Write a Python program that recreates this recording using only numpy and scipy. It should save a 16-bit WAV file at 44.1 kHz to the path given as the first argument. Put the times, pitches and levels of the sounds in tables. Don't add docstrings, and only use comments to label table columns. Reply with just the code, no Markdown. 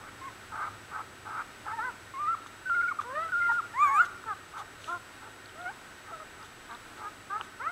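import sys
import numpy as np
from scipy import signal
from scipy.fft import rfft, irfft, next_fast_len
from scipy.io import wavfile
from scipy.ndimage import uniform_filter1d

SR = 44100
rng = np.random.default_rng(int(sys.argv[2]) if len(sys.argv) > 2 else 0)


def convert_level_to_amplitude(level_db):
    exponent = np.asarray(level_db, float) / 20
    return 10 ** exponent


def output_pcm(signal):
    pcm = np.clip(np.atleast_2d(signal).T, -1, 1) * 32767
    wavfile.write(sys.argv[1], SR, np.round(pcm).astype(np.int16))


N = 340011
T = np.arange(N) / SR

# frequency in Hz, level in dB per Hz.
ROOM_HISS = [(15, -45), (25, -1.5), (53, -7), (107, -10), (260, -3), (290, -1.5), (553, -5), (1270, -4.5),
             (1380, -0.5), (1540, -3), (6950, -20.5), (7960, -19.5), (15600, -30.5)]
# centre in Hz, width in Hz, level in dB.
APPLIANCES = [(299, 7.1, -82.5), (373.3, 6, -68.5), (1293, 37, -63.5), (1521, 27, -60), (1851, 22, -63.5),
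              (2785, 10, -73.5), (3785, 61, -70.5), (9140, 60, -76.5)]
# centre in Hz, width in Hz, level in dB.
MOTOR_MODES = [(79.6, 4.2, -4), (97.6, 30, 7.5), (105.4, 5.2, 3.5), (149, 180, -16.5)]
# time in seconds, level in dB.
MOTOR_LEVEL = [(0, -56), (1.5, -58.5), (2.5, -62), (3.5, -58.5), (6, -63), (7.71, -60)]
# frequency in Hz, level in dB.
CAMERA_WHINES = [(7867.1, -65), (6132, -75)]

# frequency in Hz, level in dB.
THROAT = [(400, -25), (700, -14), (870, -6.5), (1060, -4.5), (1280, 1.5), (1430, -11), (1550, 4),
          (1800, -31.5), (2100, -15), (2500, -69), (5000, -56)]
# frequency in Hz, level in dB.
MUZZLE = [(380, -22.5), (750, -10), (1250, 4.5), (1500, 1.5), (1800, -12), (2200, -9.5), (2450, -22.5),
          (4500, -53)]
# frequency in Hz, level in dB.
MOUTH = [(450, -18), (1080, -1), (1170, -12), (1270, 0.5), (1620, -6), (1900, -12), (2400, -25.5),
         (5000, -44)]
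# frequency in Hz, level in dB.
OVERTONES = [(1700, -7), (2150, -14), (2350, -26.5), (2700, -37), (3600, -46.5), (6000, -71)]
# frequency in Hz, level in dB.
STRAIN = [(4000, -18), (5600, -13), (7000, 0), (8200, -4), (9400, -18), (10800, -8), (12300, -24),
          (14300, -11), (16000, -24)]
# frequency in Hz, level in dB per Hz.
NOSE_AIR = [(1500, -5), (3500, 14.5), (5000, 0), (6200, 8.5), (8500, -3), (11000, -2), (15000, -22)]

# start in seconds, length in seconds, level in dB, # tilt reached by the end in
# dB per octave.
GRUNTS = [
    (0.0, 0.098, -48, 28),
    (0.914, .106, -37, 2),
    (1.655, 0.073, -36.5, 12),
    (4.536, 0.091, -39, -6),
    (5.2, 0.092, -48, -13),
    (6.07, .05, -45.5, -12),
    (6.195, 0.037, -48, 4),
    (6.39, 0.061, -48.5, -12),
    (6.972, 0.1, -44, -12),
    (7.389, 0.031, -38.5, -14),
]
# time in seconds, level in dB, tilt in dB per octave.
GROWLS = [
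    [(0.518, -42.5, -4), (0.548, -39, 0), (0.62, -34, 10), (0.655, -37, 15), (0.685, -37.5, 7),
     (0.695, -52, 7), (0.76, -54, 7)],
    [(1.25, -47, -7), (1.288, -40, 0), (1.34, -40, 3), (1.382, -34, 7), (1.425, -37.5, 13)],
]
# time in seconds, pitch in Hz, level in dB, tilt in dB per octave.
RASP = [
    [(3.84, 390, -44, 10), (3.862, 365, -36, 12), (3.9, 400, -39, 12), (3.95, 430, -48, 10),
     (4.035, 400, -37, 4), (4.052, 380, -44, 4)],
]
# time in seconds, pitch in Hz, level in dB, tilt in dB per octave.
CREAK = [
    [(6.69, 237.7, -48, 2), (6.72, 228.7, -42, -3.5), (6.757, 239, -45.5, -5)],
]
# start in seconds, length in seconds, first and last pitch in Hz, level in dB.
SQUEAKS = [
    (0.212, .053, 1047, 1094, -42),
    (0.265, 0.027, 1140, 980, -39.5),
    (2.655, .04, 1520, 1508, -34),
    (2.907, .02, 1413, 1051, -29.5),
    (2.987, 0.016, 1282, 1136, -25.5),
    (3.285, 0.022, 1495, 1481, -38.5),
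]
# time in seconds, pitch in Hz, level in dB.
SQUEALS = [
    [(1.665, 858, -41.5), (1.71, 841, -51), (1.738, 903, -33), (1.762, 960, -49), (1.794, 877, -32),
     (1.81, 856, -49)],
    [(2.138, 1092, -40), (2.17, 1055, -39), (2.205, 1194, -33), (2.252, 1210, -31), (2.262, 1194, -34.5),
     (2.288, 1310, -25), (2.32, 1365, -29.5), (2.34, 1361, -30), (2.352, 1080, -34)],
    [(3.32, 1513, -33), (3.346, 1393, -26), (3.395, 1427, -28.5), (3.405, 1392, -27), (3.498, 1404, -26),
     (3.51, 1402, -26), (3.575, 1425, -29.5), (3.593, 1360, -25.5), (3.607, 1105, -33.5)],
]
# start in seconds, length in seconds, first and last pitch in Hz, level in dB.
THROBS = [
    (2.695, 0.062, 1443, 1435, -26.5),
    (2.75, 0.072, 1476, 1444, -26),
    (2.825, .05, 1493, 1413, -29.5),
    (2.875, 0.03, 1514, 1436, -29),
]
# time in seconds, pitch in Hz, level in dB,
# muzzle tilt in dB per octave.
MOANS = [
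    [(1.792, 419, -33, 5), (1.851, 513, -34.5, 0.5), (1.887, 500, -34.5, -1), (1.912, 417, -44.5, -11)],
    [(4.262, 449, -39, -8), (4.285, 448.5, -33, 1), (4.31, 417, -32, 0), (4.34, 371, -37.5, -2)],
    [(4.878, 314.5, -36, -1.5), (4.905, 345, -36.5, -6), (4.948, 351.7, -32.5, -3.5), (4.96, 354, -39, -7),
     (4.98, 335, -45, -9)],
    [(7.6, 429, -36, -3), (7.632, 539, -39, 1), (7.672, 655, -29.5, 4.5), (7.71, 737, -39, -2)],
]
# start in seconds, length in seconds, first and last pitch in Hz, level in dB.
WHIMPERS = [
    (7.025, .066, 401, 423.4, -37.5),
    (7.3, 0.0857, 382, 445, -31.5),
]
# start in seconds, length in seconds, first and last pitch in Hz, level in dB.
PEEPS = [
    (2.25, .09, 1911, 2105, -56.5),
    (2.74, 0.029, 2208, 2060, -47),
    (2.805, .035, 2094, 2290, -50),
    (2.875, .045, 2280, 2160, -44),
    (3.398, .078, 2087, 2080, -48),
    (3.48, .052, 973, 881, -36),
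]
# time in seconds, peak level in dB,
# upper ring against the whole in dB, upper ring in Hz.
CLICKS = [
    (2.462, -30.5, -18, 2730),
    (2.697, -26, -14, 2766),
    (3.014, -23.5, -31, 2744),
    (3.519, -22, -36, 2790),
    (4.24, -32, -22, 2780),
    (4.575, -37, -19, 2800),
    (4.843, -33.5, 2, 2870),
    (5.512, -48, -4, 2733),
    (5.714, -37, -20, 2748),
    (7.411, -19, -8, 2900),
]
# time in seconds, peak level in dB, upper ring against the whole in dB, upper ring in Hz.
TICKS = [
    (4.842, -38.5, 0, 4020),
    (5.458, -39.5, 0, 4305),
    (5.494, -42, 0, 3090),
    (5.615, -41, 0, 3524),
    (6.428, -44, 0, 4870),
    (6.712, -40, 0, 3800),
    (6.749, -38.5, 0, 3800),
]
# middle in seconds, length in seconds, level in dB.
HUFFS = [
    (2.473, 0.015, -53.5),
    (3.018, 0.033, -54),
    (3.535, 0.045, -54.5),
    (4.056, 0.022, -49),
    (4.591, 0.042, -51),
    (4.832, 0.054, -60),
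    (4.887, 0.12, -54.5),
    (6.45, 0.037, -57),
    (6.983, 0.038, -59),
    (7.44, 0.065, -58),
]
# time in seconds, pitch in Hz, level in dB, mouth tilt in dB per octave.
GLIDES = [
    [(3.045, 465, -45, -8), (3.127, 532, -37.5, -6), (3.145, 575, -41, -10), (3.155, 585, -35.5, 2.5),
     (3.175, 616, -31, -3.5), (3.234, 666, -33.5, 3.5), (3.3, 643, -44.5, 1)],
    [(3.83, 914, -40, -5), (3.852, 722, -49, 5), (3.92, 901, -36.5, -3), (4.012, 704, -36, 6),
     (4.05, 690, -36, 4.5)],
    [(5.555, 610, -53, -13), (5.611, 710, -40.5, -4), (5.641, 727, -46, -6), (5.664, 708, -34, -1.5),
     (5.695, 775, -37, 4), (5.708, 890, -43.5, -17), (5.722, 930, -55, -7)],
    [(6.12, 698, -43.5, -10), (6.144, 650, -39.5, 0), (6.185, 602, -55, -17), (6.204, 632, -42.5, -2),
     (6.238, 611, -57, -15)],
]
# time in seconds, pitch in Hz, level in dB, mouth opening in dB,
# level of the upper partials in dB.
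YELP = [
    [(3.738, 862, -46, 7.5, -81), (3.795, 1113, -25.5, 3, -62), (3.83, 1214, -18.5, 13.5, -57.5),
     (3.89, 1085, -27.5, 5, -57), (3.93, 1103, -26.5, 1.5, -58), (3.98, 1232, -22.5, 12.5, -54),
     (4.011, 1450, -16, 8, -62), (4.021, 1480, -24.5, 11, -55), (4.05, 1223, -54, 0, -73)],
]


def shape(points, hz):
    f, db = np.transpose(points)
    return convert_level_to_amplitude(np.interp(np.log(np.maximum(hz, 1)), np.log(f), db))


def unit(x):
    return x / np.sqrt(np.mean(x ** 2))


def noise(points):
    size = next_fast_len(N, real=True)
    hz = np.arange(size // 2 + 1) * SR / size
    spectrum = rfft(rng.standard_normal(size)) * shape(points, hz)
    return unit(irfft(spectrum, size)[:N])


def wander(hz):
    slow = signal.butter(2, hz, fs=SR / 16, output="sos")
    coarse = signal.sosfilt(slow, rng.standard_normal(N // 16 + 2))
    return np.interp(T, np.arange(len(coarse)) * 16 / SR, unit(coarse))


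def drones(modes):
    out = np.zeros(N)
    for hz, width_hz, db in modes:
        ring = signal.lfilter(*signal.iirpeak(hz, hz / width_hz, SR), rng.standard_normal(N))
        out += convert_level_to_amplitude(db) * unit(ring)
    return out


def room():
    motor = convert_level_to_amplitude(np.interp(T, *np.transpose(MOTOR_LEVEL))) * unit(drones(MOTOR_MODES))
    hiss = convert_level_to_amplitude(-50.5 + .5 * wander(1.0)) * noise(ROOM_HISS)
    return hiss + drones(APPLIANCES) + motor


def camera_whine():
    frame_hz, frame_s = 29.97, .0027
    flip = np.tanh(8 * np.sin(np.pi * frame_hz * (T - frame_s)))
    return flip * sum(convert_level_to_amplitude(db) * np.sqrt(2) * np.sin(2 * np.pi * hz * T) for hz, db in CAMERA_WHINES)


def breath(tables, edge_s):
    s, *columns = np.vstack(tables).T
    order = np.argsort(s, kind="stable")
    controls = [uniform_filter1d(np.interp(T, s[order], c[order]), size=260) for c in columns]
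    gate = np.zeros(N)
    for call in tables:
        opened = np.clip((T - call[0][0]) / edge_s + .5, 0, 1)
        closed = np.clip((T - call[-1][0]) / edge_s + .5, 0, 1)
        gate += opened - closed
    return controls + [np.clip(gate, 0, 1)]


def short_calls(rows, attack_s, release_s, rise_db, swell_db, fall_db, dip=0):
    drops = rise_db, swell_db, 0, fall_db
    held = 1, 1 - dip, 1 - dip, 1
    tables = []
    for s, length, first, last, db in rows:
        shares = 0, min(attack_s / length, .45), max(1 - release_s / length, .55), 1
        tables.append([(s + u * length, h * (first + u * (last - first)), db - drop)
                       for u, drop, h in zip(shares, drops, held)])
    return tables


def cycles(hz, jitter):
    return 2 * np.pi * np.cumsum(hz * (1 + jitter * wander(112.4))) / SR


def grunt(tables, rough):
    *controls, gate = breath(tables, edge_s=0.0047)
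    on = gate > 0
    phase = cycles(controls[0], .1 * rough)[on]
    hz, db, tilt_db = (c[on] for c in controls)
    gains = [shape(THROAT, k * hz) * convert_level_to_amplitude(tilt_db * np.log2(k * hz / 1300)) for k in range(1, 10)]
    voiced = sum(g * np.sin((k + 1) * phase) for k, g in enumerate(gains))
    voiced = voiced * np.sqrt(2 / sum(g ** 2 for g in gains))
    spurts = convert_level_to_amplitude(4.5 * rough * wander(100)[on])
    air = noise(THROAT)[on]
    gate[on] *= convert_level_to_amplitude(db) * (np.sqrt(1 - rough ** 2) * spurts * voiced + rough * air)
    return gate


def grunts():
    pitch_hz, first_tilt_db = 432.4, 4
    rows = [(s, length, first_tilt_db, tilt_db, db) for s, length, db, tilt_db in GRUNTS]
    short = short_calls(rows, attack_s=0.034, release_s=.03, rise_db=7.5, swell_db=1, fall_db=2)
    hoarse = [[(s, pitch_hz, db, tilt_db) for s, tilt_db, db in call] for call in short]
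    hoarse += [[(s, pitch_hz, db, tilt_db) for s, db, tilt_db in call] for call in GROWLS]
    return grunt(hoarse, rough=.6) + grunt(RASP, rough=.55) + grunt(CREAK, rough=.25)


def cry(tables, colour, jitter, air_db, edge_s=0.0012, flutter_db=1):
    *controls, gate = breath(tables, edge_s)
    on = gate > 0
    phase = cycles(controls[0], jitter)[on]
    controls = [c[on] for c in controls]
    tone = 0
    for k, gain in enumerate(colour(*controls)):
        flutter = convert_level_to_amplitude(flutter_db * wander(45)[on])
        tone = tone + gain * flutter * np.sin((k + 1) * phase)
    air = convert_level_to_amplitude(air_db) * noise(THROAT)[on]
    gate[on] *= convert_level_to_amplitude(controls[1]) * (np.sqrt(2) * tone + air)
    return gate


def thin(hz, db, open_db=0):
    return [np.ones(len(hz))] + [shape(OVERTONES, k * hz) * convert_level_to_amplitude(open_db) for k in (2, 3)]


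def full(hz, db, tilt_db=0, mouth=MOUTH):
    gains = [shape(mouth, k * hz) * convert_level_to_amplitude(tilt_db * np.log2(k * hz / 1300)) for k in range(1, 8)]
    return gains / np.sqrt(np.sum(np.square(gains), axis=0))


def muffled(hz, db, tilt_db):
    gains = full(hz, db, tilt_db, mouth=MUZZLE)
    return np.vstack([gains[:4], gains[4:] * convert_level_to_amplitude(-12)])


def squeals():
    calls = SQUEALS + short_calls(SQUEAKS, attack_s=0.0027, release_s=0.005,
                                  rise_db=16.5, swell_db=1.0, fall_db=6)
    calls += short_calls(THROBS, attack_s=0.015, release_s=0.0133,
                         rise_db=1, swell_db=-0.5, fall_db=8, dip=0.039)
    return cry(calls, thin, jitter=0.0044, air_db=-39, flutter_db=.7)


def whimpers():
    short = short_calls(WHIMPERS, attack_s=.02, release_s=.02, rise_db=10, swell_db=3, fall_db=8)
    calls = MOANS + [[point + (0,) for point in call] for call in short]
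    return cry(calls, muffled, jitter=.009, air_db=-16, edge_s=.012, flutter_db=1.8)


def peeps():
    calls = short_calls(PEEPS, attack_s=.012, release_s=0.023, rise_db=14, swell_db=-3.5, fall_db=6.5)
    return cry(calls, thin, jitter=0.0106, air_db=-49, flutter_db=5.0)


def clicks():
    out, t = np.zeros(N + 300), T[:300] - .002
    low = np.cos(2 * np.pi * 1300 * t) * np.exp(-(t / 0.00085) ** 2)
    for s, db, high_db, high_hz in list(CLICKS) + list(TICKS):
        high = np.cos(2 * np.pi * high_hz * t) * np.exp(-(t / 0.00065) ** 2)
        high_share = np.clip(convert_level_to_amplitude(high_db), 0, 1)
        start = int((s - .001) * SR)
        out[start:start + 300] += convert_level_to_amplitude(db) * ((1 - high_share) * low + high_share * high)
    return out[:N]


def huffs():
    puffs = sum(convert_level_to_amplitude(db) * np.exp(-(2 * (T - s) / length) ** 2) for s, length, db in HUFFS)
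    return noise(NOSE_AIR) * puffs


def whines():
    return cry(GLIDES, full, jitter=.007, air_db=-18, flutter_db=1.5)


def yelp():
    *controls, gate = breath(YELP, edge_s=0.0026)
    on = gate > 0
    phase = cycles(controls[0], jitter=0.0043)[on]
    hz, level_db, open_db, strain_db = (c[on] for c in controls)
    tone = sum(convert_level_to_amplitude(level_db) * g * np.sin((k + 1) * phase) for k, g in enumerate(thin(hz, level_db, open_db)))
    for k in range(4, 15):
        patchy = convert_level_to_amplitude(strain_db + 4 * wander(25)[on])
        tone += patchy * shape(STRAIN, k * hz) * np.sin(k * phase)
    gate[on] *= np.sqrt(2) * tone
    return gate


def pen(x):
    t60_s, level_db = .6, -27
    t = T[:SR // 2]
    fade = np.exp(-np.log(1000) * t / t60_s) * np.clip(t / .02, 0, 1)
    tail = rng.standard_normal(len(t)) * fade
    tail = signal.lfilter(*signal.iirpeak(1350, 1.5, SR), tail)
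    return convert_level_to_amplitude(level_db) * signal.fftconvolve(x, tail / np.sqrt(np.sum(tail ** 2)))[:N]


def scene():
    pups = grunts() + squeals() + whimpers() + peeps()
    pups += clicks() + huffs() + whines() + yelp()
    return (pups + pen(pups) + room())[None]


def top_cut(x):
    return signal.sosfilt(signal.butter(12, 16030, fs=SR, output="sos"), x)


def record(dry):
    low_pass = signal.ellip(12, .3, 70, 15760, fs=SR, output="sos")
    mix = signal.sosfilt(low_pass, dry + camera_whine())
    return top_cut(mix)


dry = scene()
out = record(dry)
output_pcm(out)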